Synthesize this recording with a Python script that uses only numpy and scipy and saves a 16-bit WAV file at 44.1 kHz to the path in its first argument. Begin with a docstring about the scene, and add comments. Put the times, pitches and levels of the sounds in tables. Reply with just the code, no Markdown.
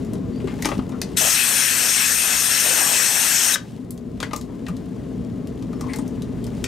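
"""Air jet at a repair bench

A fan hums in a small room while gloved hands turn an open plastic shell, which ticks, knocks and squeaks.
A compressed-air nozzle blows through the shell for over two seconds: noise coloured by drifting cavities.
Contacts are crackle bursts that ring shell modes; gloves are grainy noise; the fan is noise with bands.
Gain control ducks the room under loud sound and lets it return slowly."""
import sys
import numpy as np
from scipy import signal
from scipy.fft import rfft, irfft, next_fast_len
from scipy.io import wavfile
from scipy.ndimage import uniform_filter1d, map_coordinates

SR = 44100
rng = np.random.default_rng(int(sys.argv[2]) if len(sys.argv) > 2 else 0)


def amp(db):
    return 10 ** (np.asarray(db, float) / 20)


def persist_wave(psi):
    """Save psi, clipped to +-1, as 16-bit WAV."""
    counts = np.round(np.clip(psi, -1, 1) * 32767).astype(np.int16)
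    wavfile.write(sys.argv[1], SR, np.atleast_2d(counts).T)


N = 294147


def unit(x):
    """Scales to rms 1."""
    return x / np.sqrt(np.mean(x ** 2) + 1e-20)


def along(points, hz):
    """Interpolates (Hz, value) points on a log frequency axis."""
    f, v = np.transpose(points)
    return np.interp(np.log(hz + 1), np.log(f + 1), v)


def filtered(x, response):
    """Multiplies the spectrum of x by a response of frequency."""
    m = next_fast_len(x.shape[-1] + 8192)
    spectrum = rfft(x, m) * response(np.fft.rfftfreq(m, 1 / SR))
    return irfft(spectrum, m)[..., :x.shape[-1]]


def peak(hz, centre_hz, width_hz):
    """Power of one resonance, 1 at its centre."""
    return 1 / (1 + (2 * (hz - centre_hz) / width_hz) ** 2)


def smooth_noise(n, samples):
    """Random curve of rms 1, smoothed over the given samples."""
    return unit(uniform_filter1d(rng.standard_normal(n), size=samples))


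def patches(shape, hz_bins, frames):
    """Smooth random field of rms 1 over frequency and time."""
    over_hz = uniform_filter1d(rng.standard_normal(shape), round(hz_bins), 0)
    return unit(uniform_filter1d(over_hz, round(frames), 1))


def wobble(t, knots_per_s):
    """Smooth random curve through independent knots."""
    return map_coordinates(rng.standard_normal(300), [np.clip(t * knots_per_s, 0, 299)])


def lean(pair, side):
    """Left-right balance by frequency, keeping the mean of both gains."""
    def gains(hz):
        left_over_right_db = along(side, hz)
        return np.array([2 / (1 + amp(-left_over_right_db)), 2 / (1 + amp(left_over_right_db))])
    return filtered(pair, gains)


def stereo(pair, side, alike):
    """Mixes two unrelated noises to the given likeness and balance."""
    def shares(hz):
        turn = np.arccos(np.clip(along(alike, hz), 0, 1)) / 2
        return np.array([np.cos(turn), np.sin(turn)])
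    common, opposed = filtered(pair, shares)
    return lean(np.array([common + opposed, common - opposed]), side)


# Balance of the room noises. Each row: frequency in Hz, left over right in dB.
ROOM_BALANCE = [(60, -5.5), (130, -4), (290, 8.5), (640, 12.5), (1410, 7), (3100, 1.5), (6820, -0.5),
                (15000, 0)]
# Left-right correlation of the room noises. Each row: frequency in Hz, likeness 0 to 1.
ROOM_LIKENESS = [(60, 0.98), (240, 0.93), (950, 0.81), (3770, 0.94), (15000, 0.32)]
# Airflow and room colour. Each row: frequency in Hz, relative level in dB.
FAN_AIRFLOW = [(15, -29.5), (25, -21.5), (53, -24.5), (134, -3.5), (256, -1), (326, -9.5), (427, -10.5),
               (516, -19), (659, -19.5), (911, -38), (1020, -27), (1370, -36.5), (7310, -52), (14000, -62),
               (16000, -59)]
# Unsteady fan tones. Each row: centre in Hz, width in Hz, rms level in dB.
FAN_BANDS = [(57.4, 17, -41.5), (82.7, 20, -42), (115.2, 11.5, -39), (182.4, 50, -38), (242.7, 5.3, -40),
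             (258, 27, -35.5), (412, 54, -46), (464, 16, -48), (6850, 90, -73)]


def fan():
    """Broad airflow noise with narrow bands where blades and housing sing unsteadily."""
    airflow = filtered(rng.standard_normal((2, N)), lambda hz: amp(along(FAN_AIRFLOW, hz)))
    hum = amp(-30) * unit(airflow)
    for centre_hz, width_hz, db in FAN_BANDS:
        band = filtered(rng.standard_normal((2, N)), lambda hz: peak(hz, centre_hz, width_hz))
        hum += amp(db) * unit(band)
    return stereo(hum, ROOM_BALANCE, ROOM_LIKENESS)


# Activity of the gloved hands. Each row: time in seconds, rustle level in dB.
HAND_ACTIVITY = [(0, -54.5), (.23, -65), (.45, -55.5), (.6, -50.5), (.69, -38.5), (.86, -58), (1.15, -52.5),
                 (3.7, -47), (3.98, -65), (4.23, -52.5), (4.5, -57.5), (5.0, -55.5), (5.35, -60),
                 (5.6, -60), (5.92, -53), (6.29, -59.5), (6.61, -51.5)]
# Rustle colour. 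Each row: frequency in Hz, relative level in dB.
GLOVE_COLOUR = [(1200, -28), (2800, 3.5), (5000, -2), (9000, -4), (14000, -17), (16500, -4)]
# Colour of the scrape on the shell. Each row: frequency in Hz, relative level in dB.
SCRAPE_COLOUR = [(500, -27), (850, 7.5), (1100, -8), (1450, -5.5), (2100, -5), (2800, -20), (4000, -27)]


def rustle():
    """Gloves rustle, crinkle and scrape over the shell: grainy noise that follows the hands."""
    mean_scrape_db, scrape_follows = -52.5, 0.8  # share of the activity swings
    crinkles_per_s, crinkle_over_rustle_db, crinkle_spread_db, crinkle_t60_s = 18, 7, 4.5, 0.007
    now = np.arange(N) / SR
    busy_db = np.interp(now, *np.transpose(HAND_ACTIVITY))
    scrape_db = mean_scrape_db + scrape_follows * (busy_db - busy_db.mean())
    crinkle_db = crinkle_over_rustle_db + crinkle_spread_db * rng.standard_normal(N)
    starts = (rng.random(N) < crinkles_per_s / SR) * amp(crinkle_db)
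    crinkles = signal.fftconvolve(starts, amp(-60 * now[:2000] / crinkle_t60_s))[:N]
    layers = ((busy_db, GLOVE_COLOUR, 1.6, crinkles), (scrape_db, SCRAPE_COLOUR, 3, 0.27 * crinkles))
    out = 0
    for db, colour, grain_db, ticks in layers:
        grain = amp(grain_db * smooth_noise(N, 400))
        noise = unit(filtered(grain * rng.standard_normal((2, N)), lambda hz: amp(along(colour, hz))))
        out = out + amp(db) * (1 + ticks) * noise
    return stereo(out, ROOM_BALANCE, ROOM_LIKENESS)


# Rubber on plastic. Each row: start in seconds, end in seconds, start pitch in Hz, end pitch in Hz,
# relative level in dB.
GLOVE_SQUEAKS = [(.32, 0.357, 4450, 4600, -64), (0.348, 0.398, 4550, 4820, -59),
                 (5.88, 5.94, 8860, 8800, -59), (5.948, 6.017, 8720, 8700, -54)]


def squeaks():
    """Short thin tones of a glove slipping, gliding with a wavering pitch."""
    out = np.zeros(N)
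    for start_s, end_s, start_hz, end_hz, db in GLOVE_SQUEAKS:
        n = round((end_s - start_s) * SR)
        pitch_hz = np.linspace(start_hz, end_hz, n) + 60 * smooth_noise(n, 90)
        tone = np.sin(2 * np.pi * np.cumsum(pitch_hz) / SR)
        out[round(start_s * SR):][:n] += amp(db + 7) * np.hanning(n) ** 0.4 * tone
    return out * amp([[1.5], [-1.5]])  # left 3 dB over right


# Balance of contacts, low swells and bursts. Each row: frequency in Hz, left over right in dB.
NEAR_BALANCE = [(200, 2.5), (700, 15.5), (1500, 7.5), (3000, 3.5), (8000, 4.5)]


def bursts(table, grit_db):
    """Gritty band of noise that swells in, holds and stops quickly."""
    out = np.zeros(N)
    for start_s, end_s, centre_hz, width_hz, db in table:
        n = round((end_s - start_s) * SR)
        u = np.linspace(0, 1, n)
        noise = unit(filtered(rng.standard_normal(n), lambda hz: peak(hz, centre_hz, width_hz)))
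        noise = unit(noise * amp(grit_db * smooth_noise(n, 150)))
        envelope = np.sqrt(np.minimum(5 * u, 1) * np.minimum(8.4 * (1 - u), 1))
        out[round(start_s * SR):][:n] += amp(db) * envelope * noise
    return lean(np.array([out, out]), NEAR_BALANCE)


# The shell rubbed by a glove or dragged over the mat. Each row: start in seconds, end in seconds,
# centre in Hz, width in Hz, level before the envelope in dB.
SHELL_DRAGS = [(.47, .53, 1990, 3500, -45.5), (.925, .97, 1070, 900, -45), (4.48, 4.56, 900, 713, -50),
               (5.73, 5.79, 5340, 300, -64), (5.812, 5.93, 1070, 200, -43), (5.885, 5.925, 2060, 450, -42),
               (5.86, 6.0, 2800, 4000, -57)]


def drags():
    """Friction of the shell on glove or mat: gritty bands of noise."""
    return bursts(SHELL_DRAGS, grit_db=3.5)


# Short low swells, some perhaps of the fan hum. Each row: time in seconds, level in dB, pitch in Hz,
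# t60 in seconds.
LOW_SWELLS = [(0.442, -18, 390, 0.086), (0.655, -18.5, 303.4, 0.13), (0.79, -5, 258, 0.02),
              (4.698, -14.5, 172, 0.096), (5.99, -15, 248, 0.091)]


def low_swells():
    """Each short low swell is one sine that rises at once and decays."""
    out, t = np.zeros(N + SR), np.arange(SR // 5) / SR
    for start_s, db, hz, t60_s in LOW_SWELLS:
        envelope = amp(db - 60 * t / t60_s) * (1 - np.exp(-t / 0.0011))
        out[round(start_s * SR):][:len(t)] += envelope * np.sin(2 * np.pi * hz * t)
    return lean(np.array([out[:N], out[:N]]), NEAR_BALANCE)


# Contacts on the shell and the trigger. Each row: time in seconds, level in dB,
# knock peak over that level in dB, knock centre in Hz, tick centre in Hz.
SHELL_CONTACTS = [(0.048, -35, -16, 970, 7400), (0.134, -27.5, -8, 751, 8850),
                  (0.153, -34.5, -7, 834, 3490), (0.4003, -46, 11, 2350, 3530),
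                  (0.473, -31.5, 2.5, 1250, 3450), (0.5877, -45.5, 11, 2140, 3680),
                  (0.623, -14, -8.5, 1950, 6660), (0.647, -15.5, -2.5, 2260, 3440),
                  (0.6549, -9, -2, 1300, 5840), (0.6872, -20.5, 1, 1240, 5660),
                  (0.7147, -33.5, 16, 985, 3710), (0.7911, -38.5, 13, 1000, 4910),
                  (0.8929, -34, 0, 840, 7500), (0.9193, -35.5, 4, 990, 3730),
                  (1.0158, -9.5, -13, 2200, 4630), (3.5573, 0.5, -11, 1550, 3320),
                  (3.9068, -12, -36, 824, 10000), (3.977, -26.5, -17, 1380, 4010),
                  (4.2026, -12.5, -5, 1220, 3180), (4.2277, -10.5, 2.5, 1720, 3490),
                  (4.3099, -30.5, 9.5, 1190, 3490), (4.3325, -14, 2.5, 980, 5580),
                  (4.362, -11, -22, 1910, 7100), (4.412, -18.5, -26, 1190, 3520),
                  (4.6651, -26, 1.5, 2200, 3700), (4.6836, -23.5, 1, 1240, 9400),
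                  (4.767, -26, -21, 810, 3600), (5.472, -27, -28, 1190, 3360),
                  (5.6241, -31, -6.5, 997, 3420), (5.73, -37, 6, 1090, 5600), (5.8095, -20, -8, 1050, 5520),
                  (5.8666, -38, 3, 999, 3280), (5.9342, -17.5, -7, 2280, 4130),
                  (5.9603, -18.5, -17, 1210, 7700), (5.9867, -25, -3.5, 1020, 8250),
                  (6.0781, -28, -27, 851, 5810), (6.2208, -24.5, -19, 953, 3450),
                  (6.4414, -24, -22, 830, 4300), (6.4665, -28, -11, 1040, 4640),
                  (6.6409, -9.5, -14, 2520, 3300)]
# Modes of the plastic shell. Each row: frequency in Hz, relative level in dB, t60 in seconds.
SHELL_MODES = [(600, 5.5, 0.017), (860, -9, 0.023), (1006, -2, 0.019), (1200, -2.5, 0.025),
               (1500, -2, 0.008), (1880, 5, 0.0082), (2046, 9.5, 0.0084), (2370, 9.5, 0.0082),
               (2830, 4, 0.013), (3040, -1, 0.011), (3600, -24, .012)]


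def contacts():
    """Each contact is a burst of crackle that also rings the shell modes near the spot it strikes."""
    even_t60_s, lingers_db_per_db = 0.031, 0.17  # t60 at 0 dB of knock; blunter contacts last longer
    rattle_db, rattle_t60_s = -23.5, 0.21  # loose parts chatter on
    yield_s = 0.003  # the shell yields before it rings in full
    out, t = np.zeros(N + SR), np.arange(SR // 5) / SR
    n = len(t)
    for start_s, db, knock_db, knock_hz, tick_hz in SHELL_CONTACTS:
        chatter = amp(rattle_db - 60 * t / rattle_t60_s + 2.9 * smooth_noise(n, 120))
        t60_s = even_t60_s * amp(lingers_db_per_db * knock_db)
        fade = (amp(-60 * t / t60_s) + chatter) * (1 - np.exp(-t / 0.000077))
        top_hz = 24000 * amp(-0.3 * (knock_db + 12))  # blunt knocks crackle duller

        def colour(hz):
            tick = 1.03 + peak(hz, tick_hz, 0.26 * tick_hz)
            tick = tick * peak(hz, tick_hz, 3.7 * tick_hz)
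            return tick * (1 - peak(hz, 0, 4600)) ** 2 * peak(hz, 0, top_hz)

        crackle = unit(filtered(rng.standard_normal(n), colour)) * fade
        ring = np.zeros(n)
        for hz, mode_db, mode_t60_s in SHELL_MODES:
            decay = amp(mode_db + rng.normal(0, 1.5) - 60 * t / mode_t60_s)
            ring += decay * (0.036 + peak(hz, knock_hz, 490)) * np.sin(2 * np.pi * hz * t)
        # the modes are fed for as long as the contact lasts
        force = rng.standard_normal(n) * fade ** 1.28 * (1 - np.exp(-t / yield_s))
        knock = signal.fftconvolve(force, ring)[:n]
        knock = knock / np.abs(knock).max()
        out[round(start_s * SR):][:n] += amp(db) * (0.29 * crackle + amp(knock_db) * knock)
    return lean(np.array([out[:N], out[:N]]), NEAR_BALANCE)


# Short narrow hisses of air, in order: valve half open, jet meeting the rim, jet meeting a rib,
# valve half shut, last gulp as it seats. 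Each row: start in seconds, end in seconds, centre in Hz,
# width in Hz, level before the envelope in dB.
AIR_PUFFS = [(1.166, 1.2, 3760, 400, -29.5), (1.205, 1.29, 700, 704, -24.5), (2.625, 2.72, 593, 600, -24.5),
             (3.525, 3.552, 3810, 407, -10.5), (3.556, 3.564, 1640, 490, -7.5)]


def puffs():
    """Air at the half-open valve and on edges of the shell hisses in narrow bands."""
    return bursts(AIR_PUFFS, grit_db=3.0)


# Course of the jet. Each row: time in seconds, level in dB,
# relative low splash on near faces in dB.
JET_COURSE = [(1.175, -17, -7), (1.22, -12, 2.5), (1.33, -6, 0.5), (1.6, -6.5, 0.5), (2.1, -6, -2),
              (2.35, -7, 1.5), (2.55, -6, -1), (2.82, -4.5, 7.5), (3.1, -4.5, 3.5), (3.3, -4.5, 1),
              (3.53, -5, 2.5)]
# Free jet colour. Each row: frequency in Hz, relative level in dB.
FREE_JET = [(150, -61), (600, -50), (1300, -9), (4000, -16.5), (9000, -40), (13000, -25), (14800, -26),
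            (16000, -37)]
# Large cavities. Each row: centre in Hz, width in Hz, relative level in dB.
LARGE_CAVITIES = [(1708, 410, -3), (2597, 140, -2), (3160, 1140, -10.5), (4270, 690, -14)]
# Small cavities. Each row: centre in Hz, width in Hz, relative level in dB.
SMALL_CAVITIES = [(5550, 340, -4), (6420, 750, -4.5)]
# Fine slots. Each row: centre in Hz, width in Hz, relative level in dB.
FINE_SLOTS = [(11170, 560, -8), (11750, 770, -8.5), (13460, 830, -11)]
# Balance of the jet. Each row: frequency in Hz, left over right in dB.
JET_BALANCE = [(60, -13.5), (150, 8), (380, 9.5), (950, 12.5), (2380, 10), (5980, 6), (15000, 10.5)]
# Left-right correlation of the jet. Each row: frequency in Hz, likeness 0 to 1.
JET_LIKENESS = [(60, 0.38), (240, 0.67), (950, 0.6), (3770, 1), (8500, 0.76), (15000, 0.5)]


def jet():
    """Turbulent air rings the cavities that the nozzle sweeps over; their strengths drift and flutter."""
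    open_s, shut_s, open_db_per_s, shut_db_per_s = 1.171, 3.549, 4000, 1500  # valve
    drift_db, knots_per_s = 1.2, 10  # the nozzle wanders
    whistle_centre_hz, wander_hz = 8490, 263  # edge whistle
    hz, t, z = signal.stft(rng.standard_normal((2, N)), SR, nperseg=512)
    hz = hz[:, None]
    s, level_db, splash_db = np.transpose(JET_COURSE)
    splash_db = np.interp(t, s, splash_db) + drift_db * wobble(t, knots_per_s)
    large_db = 1 + drift_db * wobble(t, knots_per_s)
    small_db = 1 + drift_db * wobble(t, knots_per_s)
    whistle_hz = whistle_centre_hz + wander_hz * wobble(t, knots_per_s)

    def modes(table):
        return sum(amp(2 * db) * peak(hz, centre_hz, width_hz) for centre_hz, width_hz, db in table)

    # amp(2 * db) is a power ratio
    power = amp(2 * along(FREE_JET, hz)) + modes(FINE_SLOTS)
    power = power + amp(2 * -1) * peak(hz, whistle_hz, 1680) ** 1.97
    power = power + amp(2 * large_db) * modes(LARGE_CAVITIES)
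    power = power + amp(2 * small_db) * modes(SMALL_CAVITIES)
    power = power * (1 - peak(hz, 0, 2430)) ** 2
    reached = np.clip((t - 1.2) / 0.017, 0, 1)  # the jet swings onto the shell just after it opens
    splash = peak(hz, 720, 1500) ** 2 * (1 - peak(hz, 0, 510))
    power = power + reached * amp(2 * (splash_db - 15.5)) * splash
    flutter_db = 1.55 * patches(z.shape[1:], 4, 10) + 0.92 * patches(z.shape[1:], 8.6, 4)
    air = signal.istft(z * np.sqrt(power) * amp(flutter_db), SR, nperseg=512)[1]
    air = unit(air[:, :N])
    now = np.arange(N) / SR
    valve_db = open_db_per_s * np.maximum(open_s - now, 0) + shut_db_per_s * np.maximum(now - shut_s, 0)
    return amp(np.interp(now, s, level_db) - valve_db) * stereo(air, JET_BALANCE, JET_LIKENESS)


# Reverberation. Each row: frequency in Hz, t60 in seconds.
ROOM_DECAY = [(300, 0.21), (2000, 0.16), (6000, 0.14), (14000, 0.07)]


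def room(x):
    """Each frequency of the room's answer dies at its own speed; a fresh tail every 0.3 s."""
    out, step = np.zeros((2, N + SR)), round(0.3 * SR)
    for i in range(0, N, step):
        hz, t, z = signal.stft(rng.standard_normal((2, SR // 2)), SR, nperseg=256)
        decay = amp(-60 * t / along(ROOM_DECAY, hz)[:, None])
        tail = signal.istft(z * decay, SR, nperseg=256)[1]
        tail[1] = 0.75 * tail[0] + 0.65 * tail[1]  # sides partly alike
        wet = signal.fftconvolve(x[:, i:i + step], tail / np.linalg.norm(tail[0]), axes=1)
        out[:, i + 200:][:, :wet.shape[1]] += wet  # delayed by 200 samples
    return out[:, :N]


def scene():
    """Hands, low swells and nozzle in the room, over the fan."""
    background = fan() + rustle()
    hands_and_swells = squeaks() + drags() + low_swells() + contacts()
    air = puffs() + jet()
    echo = room(amp(-13.5) * air + amp(-6.5) * hands_and_swells)
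    return background + hands_and_swells + air + echo


def follow(want, attack_s, release_s):
    """Follower on 1 ms steps that rises with one time constant and falls with another."""
    out, now = np.zeros(len(want)), 0
    up, down = np.exp(-0.001 / attack_s), np.exp(-0.001 / release_s)
    for i, w in enumerate(want):
        now = w + (now - w) * (up if w > now else down)
        out[i] = now
    return out


def band_limit(x):
    """A steep low-pass at the top of the band."""
    return signal.sosfilt(signal.butter(12, 16500, fs=SR, output="sos"), x)


# Treble limit of the whole sound, hiss included. Each row: frequency in Hz, gain in dB.
TREBLE_LIMIT = [(13500, 1), (15000, -1), (15700, -6), (15780, -42), (16500, -48)]


def record(dry):
    """Gain control turns loud sound down: one part lets go quickly, the other takes seconds."""
    def response(hz):
        return amp(along(TREBLE_LIMIT, hz))
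    dry = filtered(dry, response)
    power = np.abs(uniform_filter1d(np.mean(dry ** 2, 0), size=660, origin=329))  # 15 ms mean
    steps = np.arange(0, N, SR / 1000)
    power_db = 10 * np.log10(power[steps.astype(int)] + 1e-12)
    over_db = np.maximum(power_db + 21, 0)  # threshold -21 dB
    cut_db = 0.3 * follow(over_db, 0.0073, 0.022) + 0.46 * follow(over_db, 0.025, 1.3)
    gain = amp(-np.interp(np.arange(N), steps, cut_db))
    hiss = amp(-69) * filtered(rng.standard_normal(dry.shape), response)  # electronics after the gain stage
    return band_limit(dry * gain + hiss)


dry = scene()
out = record(dry)
persist_wave(out)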